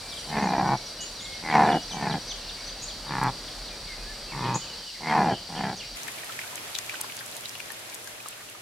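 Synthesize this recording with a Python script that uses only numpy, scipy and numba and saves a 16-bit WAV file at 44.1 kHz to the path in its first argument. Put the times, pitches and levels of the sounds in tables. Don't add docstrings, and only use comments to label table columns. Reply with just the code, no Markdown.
import sys
import numpy as np
from scipy import signal
from scipy.fft import rfft, irfft, next_fast_len
from scipy.io import wavfile
from scipy.ndimage import uniform_filter1d
from numba import njit

SR = 44100
rng = np.random.default_rng(int(sys.argv[2]) if len(sys.argv) > 2 else 0)


def to_wav(sig):
    pcm = np.clip(np.atleast_2d(sig), -1, 1) * 32767
    pcm = np.round(pcm).astype(np.int16)
    wavfile.write(sys.argv[1], SR, pcm.T)


N = 379699
TIME = np.arange(N) / SR
CHANGE_S = 5.96
MID_SIDE = np.array([[1], [-1]])


def undb(db):
    return 10 ** (np.asarray(db) / 20)


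def unit(x):
    return x / np.sqrt(np.mean(x ** 2) + 1e-20)


def add(out, start_s, x):
    i = max(int(start_s * SR), 0)
    out[..., i:i + x.shape[-1]] += x[..., :N - i]


@njit
def svf(x, hz, width):
    y, b, l = np.empty(len(x)), 0., 0.
    for i in range(len(x)):
        g, k = np.tan(np.pi * hz[i] / SR), width / hz[i]
        v = (b + g * (x[i] + 1e-18 - l)) / (1 + g * (g + k))
        b, l, y[i] = 2 * v - b, l + 2 * g * v, k * v
    return y


def ring(x, hz, width):
    return svf(x, np.minimum(hz * np.ones(len(x)), SR * .45), float(width))


def ring_twice(x, hz, width):
    return ring(ring(x, hz, width), hz, width)


def band(x, lo_hz, hi_hz, order=2):
    return signal.sosfilt(signal.butter(order, [lo_hz, hi_hz], "band", fs=SR, output="sos"), x)


def walk(rate, size=N):
    k = int(SR / rate)
    steps = np.repeat(rng.standard_normal(size // k + 1), k)
    return 1.2 * uniform_filter1d(steps, k)[:size]


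def along(points, s):
    return np.interp(s, *np.transpose(points))


def read(points, hz):
    f, db = np.transpose(points)
    return np.interp(np.log(hz + 1), np.log(f), db)


def outdoors(x, t60, lo_hz, hi_hz):
    t = np.arange(SR) / SR
    tail = band(rng.standard_normal((2, SR)), lo_hz, hi_hz) * undb(-60 * t / t60) * (t > .012)
    return signal.fftconvolve(x[None], unit(tail) / np.sqrt(SR), axes=1)[:, :N]


def air_bed(spectrum, side, flicker_db, swell_db):
    size = next_fast_len(N)
    hz = np.arange(size // 2 + 1) * SR / size
    mid, other = rfft(rng.standard_normal((2, size))) * undb(read(spectrum, hz))
    stereo = mid + MID_SIDE * other * undb(read(side, hz))
    out, swell = 0, swell_db * walk(2.06)
    for octave in range(4, 15):
        share = np.maximum(1 - np.abs(np.log2(hz + 1) - octave), 0)
        out = out + irfft(stereo * share, size)[:, :N] * undb(swell + flicker_db * walk(14))
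    return unit(out)


# centre_hz, width_hz (of each of two passes), level_db (rms)
HISS_BANDS = [(4570, 470, -50.5), (3940, 480, -55.5)]


def hiss():
    flutter = undb(1.1 * walk(25))
    return flutter * sum(undb(db) * unit(ring_twice(rng.standard_normal(N), hz, width))
                         for hz, width, db in HISS_BANDS)


# (relative, per Hz)
HEATH_SPECTRUM = [(41, -36), (70, 5.5), (417, 1), (547, 4), (1030, -1.5), (1730, -2.5), (2070, -3.5),
                  (2660, -5.5), (2850, -4.5), (3730, -3.5), (4580, 2.5), (5010, -3.5), (5700, -2),
                  (6200, -11.5), (7100, -12.5), (7900, -12.5), (15500, -29)]
# frequency_hz, side_minus_mid_db
HEATH_WIDTH = [(30, -38), (700, -84), (2000, -25.5), (4500, -16), (8000, 0.5), (15000, 0)]
# time_s, gain_db
LOW_AIR_GAIN = [(4.8, -3), (4.92, -13), (4.97, -11), (5.0, -6)]
LOW_AIR_TOP_HZ = 2830
# time_s, level_db (rms)
RUMBLE_LEVEL = [(0, -53), (2.5, -49), (4.2, -44), (4.9, -60.5), (5.9, -55)]


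def heath():
    air = air_bed(HEATH_SPECTRUM, HEATH_WIDTH, flicker_db=.8, swell_db=.25)
    low_pass = signal.butter(2, LOW_AIR_TOP_HZ, fs=SR, output="sos")
    lows = signal.sosfiltfilt(low_pass, air)
    highs = air - lows
    air = undb(-39.2) * (highs + lows * undb(along(LOW_AIR_GAIN, TIME)))
    rumble = undb(along(RUMBLE_LEVEL, TIME)) * unit(band(rng.standard_normal(N), 34.2, 44.5))
    tone = undb(-52) * unit(ring_twice(rng.standard_normal(N), 4712, 24))
    return air + rumble + tone + hiss() + hiss() * MID_SIDE


# time_s, level_db
BRUSH_LEVEL = [(0, -49.5), (.33, -47.5), (.6, -60), (1.2, -53), (1.8, -54.5), (2.3, -57), (3.6, -58),
               (5.9, -72)]


def brush():
    swish = unit(band(rng.standard_normal((2, N)), 6800, 10200))
    return swish * undb(along(BRUSH_LEVEL, TIME) + 2.5 * np.tanh(walk(19)))


def arch(u):
    return np.sqrt(np.abs(np.sin(np.pi * u)))


def whistle(length, pitches, waver):
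    u = np.linspace(0, 1, int(length * SR))
    hz = np.polyval(np.polyfit([0, .5, 1], pitches, 2), u) * (1 + waver * walk(600, len(u)))
    return unit(np.sin(2 * np.pi * np.cumsum(hz) / SR) * arch(u))


# start_s, length_s, pitch_hz, glide_hz, arch_hz (added mid-note), level_db,
# waver (share of pitch)
WHISTLE_NOTES = [(0, 0.18, 2325, -40, 4.5, -52.5, .005), (.26, .08, 3050, -200, 0, -51, .015),
                 (0.641, .12, 2270, -10, 0.5, -45.5, 0), (.78, .1, 2230, 2, 0, -57, .005),
                 (.985, 0.077, 2925, -44, -4, -45, .002), (1.2, .13, 2150, 24, 1, -52, .002),
                 (1.32, 0.055, 2160, 2, -3, -47, .002), (1.66, 0.14, 2925, -19, 4, -44.5, 0.01),
                 (1.892, 0.15, 2320, -150, 4, -51.5, .015), (2.22, 0.12, 2200, 0, 3, -58.5, 0),
                 (2.36, 0.18, 2800, 2, 0, -53.5, 0.03), (2.55, .13, 2220, -60, -0.5, -55, 0.03),
                 (3.7, 0.051, 2420, -150, 0, -52, 0.03), (3.77, 0.074, 1830, 450, 60, -60, .015),
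                 (3.866, 0.096, 2170, -250, -24, -47, 0.02), (3.97, 0.053, 2490, 0, 0, -55, .015),
                 (4.048, .096, 1620, 60, 114, -50, 0.01), (4.082, 0.087, 2100, -2, 7, -59, .015),
                 (4.27, .055, 2620, 0, 60, -52, 0.01), (4.37, 0.22, 2500, 0, 2, -51, 0.02),
                 (4.605, 0.059, 2970, -80, 39, -47, 0.03), (4.682, 0.068, 2870, -260, 70, -51, .012),
                 (4.77, .09, 3130, -150, 2, -54, 0), (4.853, .06, 2870, -380, 67, -48, 0.04),
                 (4.938, .055, 2050, -250, 2, -52, 0.09), (5.09, .029, 3130, -280, 40, -44.5, .02),
                 (5.281, 0.11, 2980, 0, 80, -45.5, 0.04), (5.55, 0.051, 2960, -420, 100, -44.5, 0.05),
                 (5.608, 0.064, 3100, 0, 81, -52, .01), (5.802, 0.058, 2450, -400, 4, -48, 0.11)]


def thin_whistles(out):
    for start_s, length_s, hz, glide, arch_hz, db, waver in WHISTLE_NOTES:
        pitches = hz + np.array([-glide / 2, arch_hz, glide / 2])
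        add(out, start_s, undb(db) * whistle(length_s, pitches, waver))


# share_of_round, pitch_hz, fall_hz, level_db
TRILL_NOTES = [(0, 5730, 350, -48.5), (.1, 4050, 650, -50), (.45, 4680, 400, -53), (.62, 4070, 600, -56)]
# time_s, gain_db
TRILL_GAIN = [(0, 0.5), (1.5, -1), (2.2, -2), (4.4, -15), (5.2, -14), (5.9, -7)]
TRILL_START_S, TRILL_PERIOD_S, TRILL_NOTE_S = .088, .0962, .03


def trill(out):
    for start_s in np.arange(TRILL_START_S, CHANGE_S, TRILL_PERIOD_S):
        for share, hz, fall, db in TRILL_NOTES:
            late_s, sharp, loud_db = rng.standard_normal(3) * (.003, .008, 2)
            pitches = (hz + fall * np.array([.5, 0, -.5])) * (1 + sharp)
            gain = undb(db + loud_db + along(TRILL_GAIN, start_s))
            note = whistle(TRILL_NOTE_S, pitches, waver=.008)
            add(out, start_s + share * TRILL_PERIOD_S + late_s, gain * note)


def soft_whistles(out):
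    for when, pitch, bend, size in rng.random((16, 4)):
        hz = 2300 + 1100 * pitch
        note = whistle(.08, hz * np.array([.92 + .2 * bend, 1, .97]), waver=.012)
        add(out, when * CHANGE_S, undb(-58 - 2 * size) * note)


# start_s, middle_pitch_hz (before the bend), level_db
CHIRP_NOTES = [(.108, 3600, -43.5), (0.159, 3440, -42), (1.185, 3650, -45), (1.24, 3660, -45),
               (1.315, 3400, -49), (1.644, 3850, -44), (4.311, 2220, -44), (4.39, 3600, -48),
               (4.435, 3170, -47), (4.455, 3300, -48), (4.649, 2720, -51), (5.763, 6140, -47.5),
               (5.788, 3110, -43.5)]


def chirps(out):
    for start_s, hz, db in CHIRP_NOTES:
        add(out, start_s, undb(db) * whistle(.036, hz * np.array([1.2, .98, .88]), waver=.03))


RUSH_S = .09
ANCHOR_DB = 2.5
BEAT_JITTER, LAG_JITTER, BEAT_SCATTER_DB = .15, .28, 4
SECOND_WEAK_DB, SECOND_GROW_S = -10.5, .02


def snaps(t, anchor_s, rate, rush, lag, pair_s, creak):
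    out = np.zeros((2, len(t)))
    turns = np.cumsum(rate * (1 + rush * np.exp(-(t / RUSH_S) ** 4))) / SR
    turns -= np.interp(anchor_s, t, turns)
    beat = np.arange(-32, 32)
    chance = rng.standard_normal((len(beat), 5))
    ragged = creak * np.clip(np.abs(beat) / 5, .4, .65 / creak)
    slip = np.cumsum(BEAT_JITTER * ragged * chance[:, 0])
    first = np.interp(beat + slip - slip[beat == 0], turns, t, left=-1, right=-1)
    second = first + lag * np.exp(LAG_JITTER * ragged * chance[:, 1])
    scatter_db = BEAT_SCATTER_DB * creak * np.clip(chance[:, 4], -2, 1.2)
    push_db = np.where(beat == 0, ANCHOR_DB, scatter_db)
    paired_db = SECOND_WEAK_DB * (1 - np.tanh((first - pair_s) / SECOND_GROW_S)) / 2
    first_db = push_db + .5 * chance[:, 2]
    second_db = push_db + paired_db + 2 * creak * chance[:, 3]
    for row, when, db in zip(out, (first, second), (first_db, second_db)):
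        inside = (when >= 0) & (when < t[-1])
        row[(when[inside] * SR).astype(int)] += undb(db[inside])
    return out


def effort(t, onset_db, full_db, swell_s, trend, release_s):
    swell = (onset_db - full_db) * np.clip(1 - t / swell_s, 0, 1) ** 1.06
    release = -16 * np.clip(1 - (t[-1] - t) / release_s, 0, 1) ** 2
    return full_db + swell + trend * np.maximum(t - swell_s, 0) + release


NOSE_ARCH, NOSE_CLOSING, NOSE_CLOSING_S = .073, .2, .048
NOSE_OVERTONE_DB, OVERTONE_DB_PER_DB, SOFT_GRUNT_DB = -17.5, .83, -31.5
NOSE_PUFF_DB = -9


def nose_ring(t, source, rough, air, nose_hz, full_mouth_db):
    hz = nose_hz * (1 + NOSE_ARCH * (np.sin(np.pi * t / t[-1]) - 2 / np.pi))
    hz = hz * (1 - NOSE_CLOSING * np.exp(-(t[-1] - t) / NOSE_CLOSING_S))
    overtone_db = NOSE_OVERTONE_DB + OVERTONE_DB_PER_DB * (full_mouth_db - SOFT_GRUNT_DB)
    low = ring(source + undb(NOSE_PUFF_DB) * air, hz, 50)
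    overtone = undb(overtone_db) * ring(rough, 1.83 * hz, 110)
    return band(low + overtone, 86, 8.3 * nose_hz)


# multiple_of_moving_centre, width_hz, level_db (relative),
# jaw_db (added with the jaw open, taken off with it shut)
MOUTH_MODES = [(0.917, 150, 48, -1), (1.118, 137, 40.5, 3.5)]
JAW_SHARE, JAW_S = .58, .094
MOUTH_HZ_PER_DB, MOUTH_WAVER = 1.5, .02


def mouth_ring(t, source, mouth_db, full_mouth_db, open_hz, slide_hz):
    jaw = np.tanh((JAW_SHARE * t[-1] - t) / JAW_S)
    hz = open_hz + MOUTH_HZ_PER_DB * (mouth_db - full_mouth_db) + slide_hz * jaw / 2
    hz = hz * (1 + MOUTH_WAVER * walk(44.2, len(t)))
    modes = sum(undb(db + jaw_db * jaw) * ring(source, k * hz, width)
                for k, width, db, jaw_db in MOUTH_MODES)
    centre_hz = np.median(hz)
    return band(modes, .72 * centre_hz, 1.182 * centre_hz)


# centre_hz (about which it moves), width_hz, level_db (relative), snarl_share
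THROAT_MODES = [(1465, 94, 13.5, 0), (1750, 93, 19, 0.21), (2020, 114, 13, 1), (2393, 55, 13, 0.018)]
THROAT_SINK, THROAT_WAVER = .08, .035
RASP_DB, SNARL_S = -17, .12
SNARL_BOOST, SNARL_RISE_S = .5, .022
THROAT_ONSET_DB, THROAT_ONSET_S = -11, .03


def throat_ring(t, rough, bright_db, snarl_db, tilt_db):
    snarl = snarl_db * np.exp(-(t / SNARL_S) ** 4)
    gains = np.array([undb(db + share * snarl + k * tilt_db)
                      for k, (_, _, db, share) in enumerate(THROAT_MODES)])
    gains = gains / np.linalg.norm(gains, axis=0)
    sink = 1 - THROAT_SINK * (t / t[-1] - .5) + THROAT_WAVER * walk(50.3, len(t))
    modes = sum(g * ring(rough, hz * sink, width) for g, (hz, width, _, _) in zip(gains, THROAT_MODES))
    rasp = undb(RASP_DB) * unit(band(rough, 2200, 5600))
    throat = unit(band(modes, 1090, 2400, order=4)) + rasp
    level_db = bright_db + THROAT_ONSET_DB * np.exp(-t / THROAT_ONSET_S)
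    return undb(level_db + SNARL_BOOST * snarl * (1 - np.exp(-t / SNARL_RISE_S))) * throat


PUFF_DB, THROAT_PUFF_DB = -12, -10
SECOND_BRIGHT_DB = 1.5
RELEASE_S, NOSE_RELEASE_S, THROAT_RELEASE_S = .045, .033, .069
THROAT_SWELL_RATIO, THROAT_TREND_SHARE, THROAT_FADE_DB_PER_S = .89, .31, -16.5
LIPS_LEAD_S = .011


def grunt(start, anchor, end, swell_s, rate, rush, lag, pair_s, creak, snarl_db, open_hz, slide_hz,
          nose_hz, onset_db, full_mouth_db, full_nose_db, full_throat_db, tilt_db, trend):
    t = np.arange(int((end - start + .0081) * SR)) / SR
    mouth_db = effort(t, onset_db, full_mouth_db, swell_s, trend, RELEASE_S)
    nose_db = effort(t, onset_db, full_nose_db, swell_s, 0, NOSE_RELEASE_S)
    throat_trend = THROAT_TREND_SHARE * trend + THROAT_FADE_DB_PER_S
    bright_db = effort(t, onset_db - 5.5, full_throat_db, THROAT_SWELL_RATIO * swell_s,
                       throat_trend, THROAT_RELEASE_S)
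    first, second = snaps(t, anchor - start, rate, rush, lag, pair_s, creak)
    pulses = first + second
    opening = signal.lfilter([1], [1, -np.exp(-1 / (.004 * SR))], pulses)
    air = unit(opening * rng.standard_normal(len(t)))
    source = unit(pulses) + undb(PUFF_DB) * air
    rough = unit(first + undb(SECOND_BRIGHT_DB) * second) + undb(THROAT_PUFF_DB) * air
    nose = nose_ring(t, source, rough, air, nose_hz, full_mouth_db)
    mouth = mouth_ring(t, source, mouth_db, full_mouth_db, open_hz, slide_hz)
    throat = throat_ring(t, rough, bright_db, snarl_db, tilt_db)
    lips = np.clip((t[-1] - LIPS_LEAD_S - t) / .008 + .5, .2, 1)
    voice = lips * (undb(mouth_db) * unit(mouth) + throat) - undb(nose_db) * unit(nose)
    return voice * np.clip((t[-1] - t) / .014, 0, 1)


# start_s, anchor_beat_s, end_s, swell_s, beat_rate_hz, rush (share by which first beats are
# quicker), second_snap_lag_s, pair_onset_s (after the start), creakiness (0-1), snarl_db,
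# mouth_hz, mouth_slide_hz, nose_hz, onset_db, mouth_db, nose_db, throat_db,
# throat_tilt_db (per resonance), trend_db_per_s (after the swell)
GRUNT_EVENTS = [(0.273, 0.3677, .655, 0.074, 68.9, .1, 0.0044, 0.058, 0.42, 3, 880, 60, 174, -47.5, -30, -29.5, -35.5, 3.5, 15),
                (0.603, 0.733, .768, .05, 68.34, 0.0023, 0.0059, 0.021, 0.42, -5, 902, 60, 160, -42, -26.5, -29, -35, -7, 22),
                (1.415, 1.552, 1.786, 0.16, 74.37, .1, .004, 0.097, .22, 22, 892, 130, 181, -45, -17, -25.5, -28.5, 0.5, -50),
                (1.905, 2.068, 2.187, 0.12, 70, .2, 0.0044, 0.095, 0.45, -8, 878, 60, 164, -43.5, -31, -31.5, -36.5, 1, -22),
                (3.039, 3.229, 3.31, 0.096, 65.57, .17, .0077, 0.19, 0.5, -2, 985, 70, 150, -52, -32, -32, -34, -1.5, 30),
                (4.313, 4.456, 4.582, 0.082, 61.77, .18, 0.0074, .09, 0.53, 6, 1030, 50, 154, -45, -33, -31.5, -41, 1, 8),
                (4.996, 5.1228, 5.352, .16, 74.54, .09, 0.0041, 0.062, 0.29, 18, 888, 135, 180, -44.5, -20.5, -28, -32, 1.5, -47),
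                (5.481, 5.636, 5.756, 0.13, 68.6, 0.19, 0.0045, 0.082, 0.52, -5, 873, 69, 173, -45, -34, -34.5, -39, .5, -21.5)]


def deer():
    out = np.zeros(N)
    for row in GRUNT_EVENTS:
        add(out, row[0], grunt(*row))
    return out + undb(-33) * outdoors(out, t60=.41, lo_hz=87.5, hi_hz=690)[0]


# start_s, pitch_hz, glide_hz, level_db
FLICK_NOTES = [(0.409, 6600, 1200, -50.5), (1.2, 7060, 1230, -48), (1.9, 6250, 400, -44),
               (2.265, 6200, 300, -44), (2.65, 6180, 350, -45)]
FLICK_S, FLICK_SAG_HZ = .06, 150


def flicks(out):
    for start_s, hz, glide, db in FLICK_NOTES:
        pitches = hz + np.array([-glide / 2, -FLICK_SAG_HZ, glide / 2])
        add(out, start_s, undb(db) * whistle(FLICK_S, pitches, waver=.008))


# start_s, length_s, centre_hz (before the glide), level_db (before a 3 dB cut)
CHIP_NOTES = [(1.003, 0.047, 6770, -36.5), (2.812, 0.047, 6740, -37), (4.54, 0.034, 6760, -31.5)]


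def chips(out):
    for start_s, length_s, hz, db in CHIP_NOTES:
        u = np.linspace(0, 1, int(length_s * SR))
        centre_hz = hz * (1.04 - .17 * np.exp(-u / .3))
        buzz = ring_twice(rng.standard_normal(len(u)), centre_hz, 1100)
        add(out, start_s, undb(db - 3) * unit(buzz * arch(u)))


# start_s, length_s, top_pitch_hz, level_db
SLUR_NOTES = [(1.465, .06, 5600, -46), (1.68, 0.063, 6300, -40.5), (1.87, .068, 6900, -41.5),
              (2.071, 0.069, 6400, -41), (2.27, 0.06, 6400, -40.5), (2.465, 0.052, 6200, -42.5),
              (2.664, 0.051, 6200, -43.5), (2.866, .052, 6000, -43), (3.064, 0.038, 5500, -44),
              (3.262, .034, 5320, -45), (3.462, .03, 5200, -45), (3.668, 0.027, 5200, -46),
              (3.866, 0.023, 5000, -46)]
SLUR_MIDDLE_HZ, SLUR_END_HZ = 4050, 2920


def slurs(out):
    for start_s, length_s, top_hz, db in SLUR_NOTES:
        note = whistle(length_s, (top_hz, SLUR_MIDDLE_HZ, SLUR_END_HZ), waver=.025)
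        stress = np.linspace(.2, 1, len(note)) * undb(3 * walk(130, len(note)))
        add(out, start_s, undb(db) * unit(note * stress))


def birds():
    out = np.zeros(N)
    for call in (thin_whistles, trill, soft_whistles, chirps, flicks, chips, slurs):
        call(out)
    return out * undb(2 * np.tanh(walk(110)))


SCRAPE_S = .01


def crack(hz, width, decay_s):
    t = np.arange(SR // 25) / SR - SCRAPE_S
    snap = np.exp(-np.abs(t) / np.where(t < 0, decay_s / 2, decay_s))
    burst = rng.standard_normal((3, len(t))) * (snap + .12 * np.exp(-np.abs(t) / .006))
    mid, left, right = (ring(b, hz, width) for b in burst)
    balance_db = 3 * rng.uniform(-1, 1) * MID_SIDE
    pair = (mid + .95 * np.array([left, right])) * undb(balance_db)
    return pair / np.abs(pair.mean(axis=0)).max()


# time_s, level_db (before a 0.4 dB lift)
RUSTLE_LEVEL = [(5.96, -38), (6.02, -39.5), (6.99, -39), (8.05, -42), (8.6, -44)]


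def fade_db(s):
    return along(RUSTLE_LEVEL, s) - RUSTLE_LEVEL[0][1]


# time_s, peak_db (of the mid signal), centre_hz
TICK_EVENTS = [(3.236, -26.5, 7950), (5.972, -32, 6500), (6.033, -26, 6500), (6.079, -27, 8400),
               (6.246, -30, 9000), (6.323, -27, 3270), (6.399, -34, 5700), (6.557, -21, 7750),
               (6.787, -17.5, 5600), (6.789, -26.5, 2150), (7.01, -25.5, 4500), (7.013, -18, 10200),
               (7.122, -26, 2570), (7.168, -27.5, 7900), (7.263, -26, 7180), (7.351, -29, 6800),
               (7.367, -23, 9100), (7.409, -28, 8000), (7.486, -30, 7000), (7.4942, -24.5, 5500),
               (7.72, -24.5, 9600), (7.794, -32, 8300), (7.899, -32, 5000), (7.945, -26, 9100),
               (7.951, -27, 7000), (8.045, -32, 8300), (8.075, -30, 6000), (8.286, -25.5, 7800),
               (8.309, -33, 7300), (8.499, -32, 8500)]
# time_s, level_db (before click and ring are weighted), pitch_hz
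PLIP_EVENTS = [(6.071, -32, 2280), (6.083, -23.5, 2100), (6.142, -36, 4300), (6.184, -31.5, 2325),
               (6.235, -33, 1890), (6.296, -31, 1330), (6.391, -24, 2090), (6.415, -26.5, 2380),
               (6.437, -32.5, 1470), (6.477, -34, 3960), (6.53, -34, 1010), (6.579, -30, 2350),
               (6.752, -20.5, 3830), (6.762, -27, 3500), (6.896, -24.5, 2400), (6.941, -28, 1530),
               (6.955, -29.5, 2600), (7, -33, 860), (7.043, -30, 1020), (7.099, -31, 2240),
               (7.177, -34, 2500), (7.191, -28, 4770), (7.209, -30.5, 1610), (7.326, -35, 4050),
               (7.457, -25.5, 3850), (7.554, -31.5, 2840), (7.603, -26.5, 2400), (7.704, -30, 1800),
               (7.927, -36, 2325), (7.939, -35, 3700), (8.074, -33, 1610), (8.18, -40, 1810),
               (8.203, -34, 2560), (8.26, -29.5, 1080), (8.329, -36, 2760), (8.489, -37, 2860),
               (8.55, -40, 1200)]
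TICK_DECAY_S, PLIP_DECAY_S = .0012, .0065
SMALL_TICK_DB, SMALL_PLIP_DB = -39.5, -41.5


def patter():
    out = np.zeros((2, N))
    for s, db, hz in TICK_EVENTS:
        add(out, s - SCRAPE_S, undb(db) * crack(hz, .47 * hz, TICK_DECAY_S))
    for s, db, hz in PLIP_EVENTS:
        click = crack(hz, .33 * hz, TICK_DECAY_S)
        tail = crack(hz, .055 * hz, PLIP_DECAY_S)
        add(out, s - SCRAPE_S, undb(db) * (.9 * click + .6 * tail))
    for when, pitch, size, kind in rng.random((120, 4)):
        s = CHANGE_S + when * (TIME[-1] - CHANGE_S)
        db = 1.5 * fade_db(s) + 8 * size ** 2
        if kind < .6:
            hz = 900 + 4000 * pitch
            add(out, s, undb(db + SMALL_PLIP_DB) * crack(hz, .15 * hz, decay_s=.019))
        else:
            add(out, s, undb(db + SMALL_TICK_DB) * crack(4000 + 7000 * pitch, 4800, decay_s=.0016))
    return out


# (relative, per Hz)
RUSTLE_SPECTRUM = [(18, -45), (30, -11), (53, -5.5), (75, -14), (111, 2.5), (156, -5), (301, -2.5),
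                   (551, -2), (596, 1.5), (907, -3.5), (1030, -4), (2390, -2.5), (5390, -7.5), (12000, -10),
                   (15800, -26)]
# frequency_hz, side_minus_mid_db
RUSTLE_WIDTH = [(60, -7), (110, -13), (200, -9), (380, -4.5), (700, -2), (1290, 0.5), (2380, 0.5),
                (4400, 1), (8120, 1.5), (15000, 0)]


def rustle():
    noise = air_bed(RUSTLE_SPECTRUM, RUSTLE_WIDTH, flicker_db=.8, swell_db=.45)
    return noise * undb(along(RUSTLE_LEVEL, TIME) + .4)


def crackle():
    struck = rng.random((2, N)) < 130 / SR
    clicks = struck * undb(4 * np.minimum(rng.exponential(size=(2, N)), 3))
    spray = clicks + .5 * clicks[::-1]
    return unit(band(spray, 3500, 13500)) * undb(-53 + fade_db(TIME))


def scene():
    song = birds()
    song_echo = undb(-8) * outdoors(song, t60=.42, lo_hz=1880, hi_hz=9100)
    field = heath() + brush() + deer() + song + song_echo
    later = np.clip((TIME - CHANGE_S) / .017 + .5, 0, 1)
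    return field * np.sqrt(1 - later) + (rustle() + crackle()) * np.sqrt(later) + patter()


def record(dry):
    return signal.sosfilt(signal.ellip(10, .2, 80, 15800, fs=SR, output="sos"), dry)


dry = scene()
out = record(dry)
to_wav(out)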